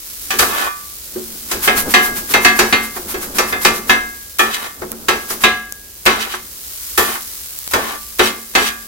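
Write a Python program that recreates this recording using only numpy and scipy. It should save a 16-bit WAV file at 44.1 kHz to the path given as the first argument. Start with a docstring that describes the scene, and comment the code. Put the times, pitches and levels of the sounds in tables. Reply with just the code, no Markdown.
"""Outdoor yard: two steel scraper blades chop and turn fried rice on a flat steel griddle, heard close up.
Blows ring decaying modes of blades and plate over a noise clash; rice-cushioned blows and scuffs knock dully.
Edges scrape (grains driving the modes), swish (swelling crackle) and knead the rice (rumble).
Frying crackles throughout, fat snaps, burners and yard rumble; walls echo the steel; loud peaks clip softly."""
import sys
import numpy as np
from scipy import signal
from scipy.fft import rfft, irfft, next_fast_len
from scipy.io import wavfile
from scipy.ndimage import uniform_filter1d

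SR = 44100
rng = np.random.default_rng(int(sys.argv[2]) if len(sys.argv) > 2 else 0)


def wav_out(sig):
    """Save sig, one row per channel (or a flat mono array), as 16-bit PCM at SR to the path in sys.argv[1]."""
    wavfile.write(sys.argv[1], SR, np.round(np.clip(np.atleast_2d(sig).T, -1, 1) * 32767).astype(np.int16))


N = 391166
TIME = np.arange(N) / SR
RING_TIME = TIME[:SR]
STROKE_S = 0.132  # nominal beat of the chopping

# modes: (frequency [Hz], relative level [dB], t60 [s])
RIGHT_BLADE_MODES = [(775, -8, .27), (1168, -4, .46), (1313, -6, .33), (1490, -8, .33), (1757, -1, .3),
                     (1811, -4, .22), (1886, -10, .38), (2441, -4, .28), (3229, -8, .22), (3386, -9, .26)]
PLATE_MODES = [(220, -13, .48), (266, -14, .38), (713, -13, .32), (992, -11, .3), (1712, -2, .27),
               (1941, -8, .34), (2098, -3, .44), (2627, -6, .3), (2691, -9, .22), (3779, -12, .24),
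               (4280, -12, .24), (4451, -12, .27), (6008, -15, .23)]
PLATE_BOOM_MODES = [(226.4, -3, 0.89), (352, -5.5, 0.55), (367.1, 12, 0.26), (410, -21, 0.42)]
# dull knocks: blows cushioned by rice, and scuffs as the edge lifts off after a slide (6.336, 7.152 s):
# (time [s], relative thump [dB], relative knock [dB])
DULL_KNOCKS = [(0.337, -25, -23), (0.423, -26.5, -6.5), (1.159, -21.5, -36), (1.548, -24.5, -45),
               (1.775, -52, -24), (2.07, -29.5, -23), (2.298, -37, -40), (2.963, -26.5, -21.5),
               (3.142, -20.5, -39), (3.227, -35, -27), (3.778, -31, -31), (4.817, -21.5, -22.5),
               (4.917, -28, -32), (6.336, -37, -18), (7.152, -50, -20)]
# runs of even chopping strokes: (first stroke [s], last stroke [s])
CHOP_RUNS = [(1.52, 3.897), (5.312, 5.435)]
# edge lands and slides on the plate; levels relative:
# (landing [s], length [s], scrape [dB], treble bite [dB], ring drive [dB], rice swish [dB])
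SCOOP_MOVES = [(0.388, 0.28, -21.5, -0.5, 5, -25.5), (4.386, .28, -22.5, -2, 0.5, -33),
               (6.054, 0.3, -27, 3, -1, -35), (6.976, .18, -23.5, 0, -1, -25.5),
               (7.711, 0.24, -23, -7, -3, -38), (8.186, 0.13, -22.5, 6, -6, -38.5),
               (8.538, 0.15, -21, 4, -1, -49)]


def undb(db):
    """Decibels to gain."""
    return 10 ** (np.asarray(db) / 20)


def unit(x):
    """Scale to rms 1."""
    return x / np.sqrt(np.mean(x ** 2))


def contour(points, hz):
    """Read (Hz, value) points on a log-frequency axis."""
    f, value = np.transpose(points)
    return np.interp(np.log(hz + 1), np.log(f), value)


def colour(x, points):
    """Filter a sound by a gain curve of (Hz, dB) points."""
    size = next_fast_len(x.shape[-1])
    hz = np.arange(size // 2 + 1) * SR / size
    return irfft(rfft(x, size) * undb(contour(points, hz)), size)[..., :x.shape[-1]]


def spread(hz, apart_hz=1000):
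    """Side share: long waves reach both microphones alike, short ones unrelated."""
    return np.minimum(0.1 + (hz / apart_hz) ** 2, 1)


def stereo(mid, side):
    """Left and right from mid and side."""
    return np.array([mid + side, mid - side])


def noise_spectrum(size):
    """Frequencies and two-channel spectrum of a diffuse white noise."""
    hz = np.arange(size // 2 + 1) * SR / size
    mid, side = rfft(rng.standard_normal((2, size)))
    return hz, stereo(mid, spread(hz) * side) / np.hypot(1, spread(hz))


def add(out, s, sound):
    """Mix a sound in at time s."""
    start = max(int(s * SR), 0)
    out[:, start:start + sound.shape[1]] += sound[:, :N - start]


def swells(table, rise_share=1):
    """Sum of Gaussian bells (peak s, fall sigma s, dB); the rise takes rise_share of the fall's time."""
    t = TIME[::32]  # coarse grid, held for 32 samples
    total = 0
    for peak_s, sigma_s, db in table:
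        sigma = np.where(t < peak_s, rise_share * sigma_s, sigma_s)
        total = total + undb(db) * np.exp(-np.minimum(((t - peak_s) / sigma) ** 2 / 2, 50))
    return total.repeat(32)[:N]


def wander(rate_hz):
    """Random line of spread near 1 through rate_hz points a second, held after 1000 points."""
    points = rng.standard_normal(1000)
    return 1.2 * np.interp(TIME * rate_hz, np.arange(len(points)), points)


def grains(rate_hz, scatter_db):
    """Random clicks at rate_hz, a few far larger than the rest."""
    size = undb(scatter_db * np.minimum(rng.exponential(size=(2, N)), 6))
    return unit(size * rng.standard_normal((2, N)) * (rng.random(N) < rate_hz / SR))


def rings(modes, count, scatter_db):
    """count stereo rings of one object; every point of contact weights the modes anew."""
    hz, db, t60_s = np.transpose(modes)
    decay = np.log(1000) / t60_s[:, None]
    waves = np.exp((2j * np.pi * hz[:, None] - decay) * RING_TIME)
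    weight = undb(db + scatter_db * rng.standard_normal((count, len(hz))))
    phase = 2 * np.pi * rng.random((count, len(hz)))
    # each mode radiates its own pattern, so it meets the two microphones out of step
    turn = rng.choice([-1, 1], len(hz)) + 1.22 * rng.standard_normal((count, len(hz)))
    skew = np.arctan(spread(hz)) * turn
    gains = weight[:, None] * np.exp(1j * stereo(phase, skew)).transpose(1, 0, 2)
    return (gains.reshape(2 * count, -1) @ waves).imag.reshape(count, 2, -1)


def crowd(ripple_db=6.5, width_hz=17):
    """The plate's hundreds of weak modes, as narrow peaks and dips: one gain per Hz."""
    ripple = unit(uniform_filter1d(rng.standard_normal(SR // 2 + 1), width_hz))
    # low modes lie too far apart to form a crowd
    depth = np.minimum(np.arange(len(ripple)) / 3000, 1)
    return unit(undb(ripple_db * depth * ripple))


def blows(plate, clash_gain_db=5, left_db=4.0, right_db=1, plate_db=5):
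    """Steel on steel: both blades and the plate ring over the clash; a harder contact is brighter."""
    # relative levels: (time [s], force [dB], contact hardness [dB], treble [dB],
    # left blade ring [dB], right blade ring [dB], plate ring [dB])
    steel_blows = [(0.305, -25.5, 11.5, -20.5, -32, -20, -30), (0.391, -13, 4.5, -13.5, -31, -16, -35),
                   (1.513, -21, 3, -21, -34, -30, -43), (1.675, -10, 2, -23, -17.5, -15.5, -21),
                   (1.939, -11, 8.5, -15, -11.5, -12, -12.5), (2.338, -8, 0, -17.5, -34, -15.5, -13.5),
                   (2.448, -12.5, 8, -13.5, -14, -10.5, -8.5), (2.59, -7.5, 0, -12, -25, -19, -17.5),
                   (2.726, -13.5, 8, -21.5, -32.5, -14, -13.5), (3.142, -27, -2, -35, -37, -33, -33),
                   (3.384, -11, -2, -15, -34, -17, -21.5), (3.525, -19, -7, -34, -25, -25, -25.5),
                   (3.649, -7.5, 1.5, -11.5, -33, -11.5, -18), (3.895, -12.5, 6, -17.5, -17.5, -11, -13.5),
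                   (4.393, -12.5, 1.5, -19.5, -34, -8.5, -43), (5.084, -11, 3.5, -17.5, -22.5, -19.5, -23),
                   (5.302, -24.5, -3, -25.5, -53, -49, -51), (5.437, -11.5, 11, -17.5, -13.5, -13.5, -17.5),
                   (6.061, -7, 4, -15, -33, -11, -18.5), (6.978, -10.5, -1, -19.5, -35, -12.5, -42),
                   (7.735, -9.5, -4, -19, -37, -18, -34), (8.193, -7.5, 0.5, -18.5, -33, -17.5, -26),
                   (8.551, -9, 2, -16, -17, -15, -16.5)]
    # (frequency [Hz], relative level [dB], t60 [s])
    left_blade_modes = [(735, -7, .42), (1036, -6, .34), (1152, -18, .42), (1326, -9, .42), (1646, .5, .66),
                        (2067, -6, .36), (2347, -12, .3), (2584, -4, .28), (2972, -12, .3), (3556, -9, .28),
                        (4727, -13, .2), (5033, -14, .2)]
    thump_db, boom_db, drum_db = -8, -17, -12.5  # relative to the force
    buried_t60_s, bare_t60_s = 0.34, 0.36  # clash dies sooner when the blades stand in the heap
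    out = np.zeros((2, N))
    count = len(steel_blows)
    left = rings(left_blade_modes, count, scatter_db=1.7)
    right = rings(RIGHT_BLADE_MODES, count, scatter_db=1.7)
    ring = rings(PLATE_MODES, count, scatter_db=1.7)
    boom = rings(PLATE_BOOM_MODES, count, scatter_db=2.5) * (1 - np.exp(-RING_TIME / 0.0057))
    drum = rings(PLATE_MODES[:2], count, scatter_db=1) / undb(PLATE_MODES[0][1])
    for k, (s, force, hard, treble, left_ring, right_ring, plate_ring) in enumerate(steel_blows):
        buried = any(first - STROKE_S < s < last + STROKE_S for first, last in CHOP_RUNS)
        t60_s = buried_t60_s if buried else bare_t60_s
        clashing = clash(plate, force + thump_db, force, force + hard, treble, t60_s)
        blades = undb(left_ring + left_db) * left[k] + undb(right_ring + right_db) * right[k]
        griddle = undb(plate_ring + plate_db) * ring[k] + undb(force + boom_db) * boom[k]
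        if not buried:  # free of the heap's weight, the plate drums in low modes
            griddle = griddle + undb(force + drum_db) * drum[k] * (1 - np.exp(-RING_TIME / 0.03))
        add(out, s, blades + griddle + undb(clash_gain_db) * clashing)
    return out


def clash(plate, thump_db, clash_db, bite_db, treble_db, t60_s,
          damping=0.05, bloom_400hz_s=0.013, crack_db=3, crack_fade_s=0.012):
    """A crack, then a wash of weak modes whose treble dies first and whose bass swells late."""
    # (frequency [Hz], relative density [dB per Hz])
    clash_spectrum = [(40, -7), (85, 1), (125, -9.5), (170, -4.5), (230, -5), (300, 1.5), (420, 7),
                      (580, -0.5), (850, 4), (1700, 6.5), (3200, -7), (5000, 8.5), (9000, 1), (16000, -2.5)]
    hz, noise = noise_spectrum(SR)
    force = [(500, thump_db + 15), (900, clash_db + 6.0), (1900, clash_db - 1.5),
             (2700, bite_db + 5), (3600, bite_db - 3.5), (5000, treble_db - 8.0)]
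    noise = noise * plate * undb(contour(clash_spectrum, hz) + contour(force, hz))
    centres_hz = 250 * 2. ** np.arange(7)
    out = 0
    for centre, share in zip(centres_hz, np.eye(len(centres_hz))):
        band = irfft(noise * np.interp(hz, centres_hz, share))
        # t60_s holds up to 2 kHz and shortens above
        fade = np.exp(-np.log(1000) * RING_TIME / t60_s * max(centre / 2000, 1) ** damping)
        bloom = 1 - np.exp(-RING_TIME * centre / (bloom_400hz_s * 400))
        out = out + band * fade * bloom
    return out * (1 + undb(crack_db) * np.exp(-RING_TIME / crack_fade_s))


def dull_knocks(plate, knock_gain_db=5, low_db=-10, soft_db=-1, dull_db=-9, dead_db=-16):
    """Rice-cushioned blows and lift-off scuffs: a soft contact thumps the plate, which hardly rings."""
    out = np.zeros((2, N))
    booms = rings(PLATE_BOOM_MODES, len(DULL_KNOCKS), scatter_db=4.0)
    onset = 1 - np.exp(-RING_TIME / 0.0018)
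    for (s, thump, knock), boom in zip(DULL_KNOCKS, booms):
        knocking = clash(plate, thump + soft_db, knock, knock + dull_db, knock + dead_db, t60_s=0.17)
        add(out, s, (undb(thump + low_db) * boom + undb(knock_gain_db) * knocking) * onset)
    return out


def slide(s, length_s):
    """Gain curve of one slide: the edge lands, gathers speed, slows and lifts off."""
    peak_share, sigma_share, release_s = 0.75, 0.38, 0.042  # fastest late in its length
    speed = swells([(s + peak_share * length_s, sigma_share * length_s, 0)])
    return speed * (TIME > s) * np.exp(-np.clip(TIME - s - length_s, 0, 1) / release_s)


def scrapes(plate, ring_db=-5, plate_db=-4, chatter_db=1.5, shift_db=3.5):
    """The edge catches and slips on the crusted steel, which keeps blade and plate ringing."""
    # (frequency [Hz], relative density [dB per Hz])
    scrape_spectrum = [(100, -41), (300, -0.5), (600, -2.5), (1200, 2), (1900, 0), (3500, -4),
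                       (6000, -11.5), (16000, -16.5)]
    grit = colour(grains(rate_hz=4000, scatter_db=1.5), scrape_spectrum)
    grit = signal.fftconvolve(grit, irfft(plate)[None, :SR // 2], axes=1)[:, :N]
    grit = unit(grit * undb(chatter_db * wander(130)))
    # the point of contact travels, so low and high modes vary separately
    low = signal.sosfiltfilt(signal.butter(2, 1600, fs=SR, output="sos"), grit)
    high = (grit - low) * undb(shift_db * wander(22))
    low = low * undb(shift_db * wander(22))
    slips, drive = 0, 0
    for s, length_s, db, bite, ring, _ in SCOOP_MOVES:
        rasp = (low + undb(bite) * high) * undb(db) * slide(s, length_s)
        slips = slips + rasp
        drive = drive + undb(ring) * rasp
    blade = rings(RIGHT_BLADE_MODES, count=1, scatter_db=1)[0]
    griddle = rings(PLATE_MODES, count=1, scatter_db=1)[0]
    ringing = signal.fftconvolve(drive, blade + undb(plate_db) * griddle, axes=1)[:, :N]
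    return slips + undb(ring_db) * np.std(slips) * unit(ringing)


def strokes():
    """(s, dB) of every chopping stroke: an even beat of alternating hands, as strong as the effort."""
    # press on the rice: (time [s], relative level [dB])
    press_effort = [(1.52, -21), (1.66, -10), (2.05, -18), (2.45, -17.5), (2.7, -24), (2.95, -25),
                    (3.12, -21), (3.65, -19), (3.9, -22), (5.31, -20), (5.43, -18.5)]
    second_early_s, second_db = 0.0061, -2.5  # every second stroke is early and lighter
    out = []
    for first, last in CHOP_RUNS:
        count = round((last - first) / STROKE_S) + 1
        for k, s in enumerate(np.linspace(first, last, count)):
            second = k % 2
            db = np.interp(s, *np.transpose(press_effort)) + second * second_db
            out.append((s - second * second_early_s, db))
    return out


def swishing():
    """Gain curve of edges pushing through hot rice: chopping strokes, then landing and slide of each scoop."""
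    splash_fade_s, splash_db = 0.037, 17.5  # landing edge flattens wet rice: a short flare
    gain = swells([(s, 0.026, db) for s, db in strokes()], rise_share=0.6)[None]
    for s, length_s, *_, db in SCOOP_MOVES:
        gain = gain + undb(db) * slide(s, length_s)
        add(gain, s, undb(db + splash_db) * np.exp(-RING_TIME[None] / splash_fade_s))
    return gain


def frying(sizzle_db=3.5, swish_db=0):
    """Tiny steam bursts crackle all the time, and flare when a blade presses wet rice onto the plate."""
    # (time [s], relative level [dB])
    sizzle_levels = [(0.0, -33.5), (0.22, -30), (0.49, -26.5), (0.69, -34.5), (1.45, -31), (1.75, -29),
                     (4.99, -37.5), (5.34, -31.5), (5.66, -40.5), (6.0, -36.5), (6.17, -40.5),
                     (6.67, -31.5), (6.87, -28.5), (8.87, -36)]
    # spectra: (frequency [Hz], relative density [dB per Hz])
    sizzle_spectrum = [(200, -52), (1000, -8), (2800, -5), (5000, 0), (9000, 0.5), (12500, 3), (16000, 2.5)]
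    swish_spectrum = [(200, -32), (1000, 6), (3000, 0), (5500, 0.5), (8000, 1), (12500, 6.5), (16000, -1)]
    bed = unit(colour(grains(rate_hz=9000, scatter_db=1.8), sizzle_spectrum))
    flare = unit(colour(grains(rate_hz=14000, scatter_db=1.2), swish_spectrum))
    bed_gain = undb(sizzle_db + np.interp(TIME, *np.transpose(sizzle_levels)))
    return bed * bed_gain + undb(swish_db) * flare * swishing()


def pops(pop_db=-5, fade_s=0.00034):
    """Bursting drops of fat: single sharp snaps of fast-fading noise."""
    # (time [s], relative level [dB])
    fat_bursts = [(4.9181, -12.5), (5.7239, -10.5), (7.589, -14), (7.677, -5.5)]
    out = np.zeros((2, N))
    for s, db in fat_bursts:
        snap = colour(rng.standard_normal((2, SR)), [(300, 13), (2000, -2), (16000, 16.5)])
        add(out, s, undb(db + pop_db) * snap * np.exp(-RING_TIME / fade_s))
    return out


def kneading():
    """Gain curve of rice squeezed against the plate just after strokes and dull knocks."""
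    lag_s, sigma_s, stroke_db, knock_db = 0.089, 0.099, -21.5, -17.5
    presses = [(s, db + stroke_db) for s, db in strokes()]
    presses += [(s, db + knock_db) for s, db, _ in DULL_KNOCKS]
    return swells([(s + lag_s, sigma_s, db) for s, db in presses])


def rumble(lump_db=3):
    """Rice squeezed under the edges rubs the plate, which rumbles unevenly."""
    # (frequency [Hz], relative density [dB per Hz])
    rumble_spectrum = [(40, -3.5), (85, -4), (125, -13), (220, 0), (430, -5.5), (700, -11.5), (1500, -14),
                       (4000, -70)]
    _, noise = noise_spectrum(2 * next_fast_len(N // 2 + 1))
    rubbing = unit(colour(irfft(noise)[:, :N], rumble_spectrum))
    return kneading() * undb(lump_db * wander(25)) * rubbing


def air(air_db=-45):
    """Low steady rumble of the burners and the yard."""
    # (frequency [Hz], relative density [dB per Hz])
    air_spectrum = [(20, -12), (35, -6), (58, 2), (85, -5.5), (130, -13.5), (220, -13.5), (400, -13.5),
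                    (900, -22), (3000, -29)]
    _, noise = noise_spectrum(2 * next_fast_len(N // 2 + 1))
    return undb(air_db) * unit(colour(irfft(noise)[:, :N], air_spectrum))


def yard(x, echo_db=-16, t60_s=0.6):
    """Nearby walls send back a short, bright scatter."""
    tail = colour(rng.standard_normal((2, SR)), [(150, -11.5), (700, -6.0), (2500, -9.0), (12000, -3.0)])
    tail = tail * np.exp(-np.log(1000) * RING_TIME / t60_s) * (RING_TIME > 0.012)
    tail = tail / np.sqrt(np.sum(tail ** 2) / 2)
    return x + undb(echo_db) * signal.fftconvolve(x, tail, axes=1)[:, :N]


def scene():
    """Blades, plate and food in the yard."""
    plate = crowd()
    steel = blows(plate) + dull_knocks(plate) + scrapes(plate)
    return yard(steel) + rumble() + frying() + pops() + air()


def record(dry, ceiling=1, top_hz=16050):
    """Soft clipping rounds off the loudest peaks; a steep low-pass cuts the top."""
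    rounded = dry / (1 + (dry / ceiling) ** 8) ** (1 / 8)
    return signal.sosfilt(signal.ellip(10, 0.2, 70, top_hz, fs=SR, output="sos"), rounded)


dry = scene()
out = record(dry)
wav_out(out)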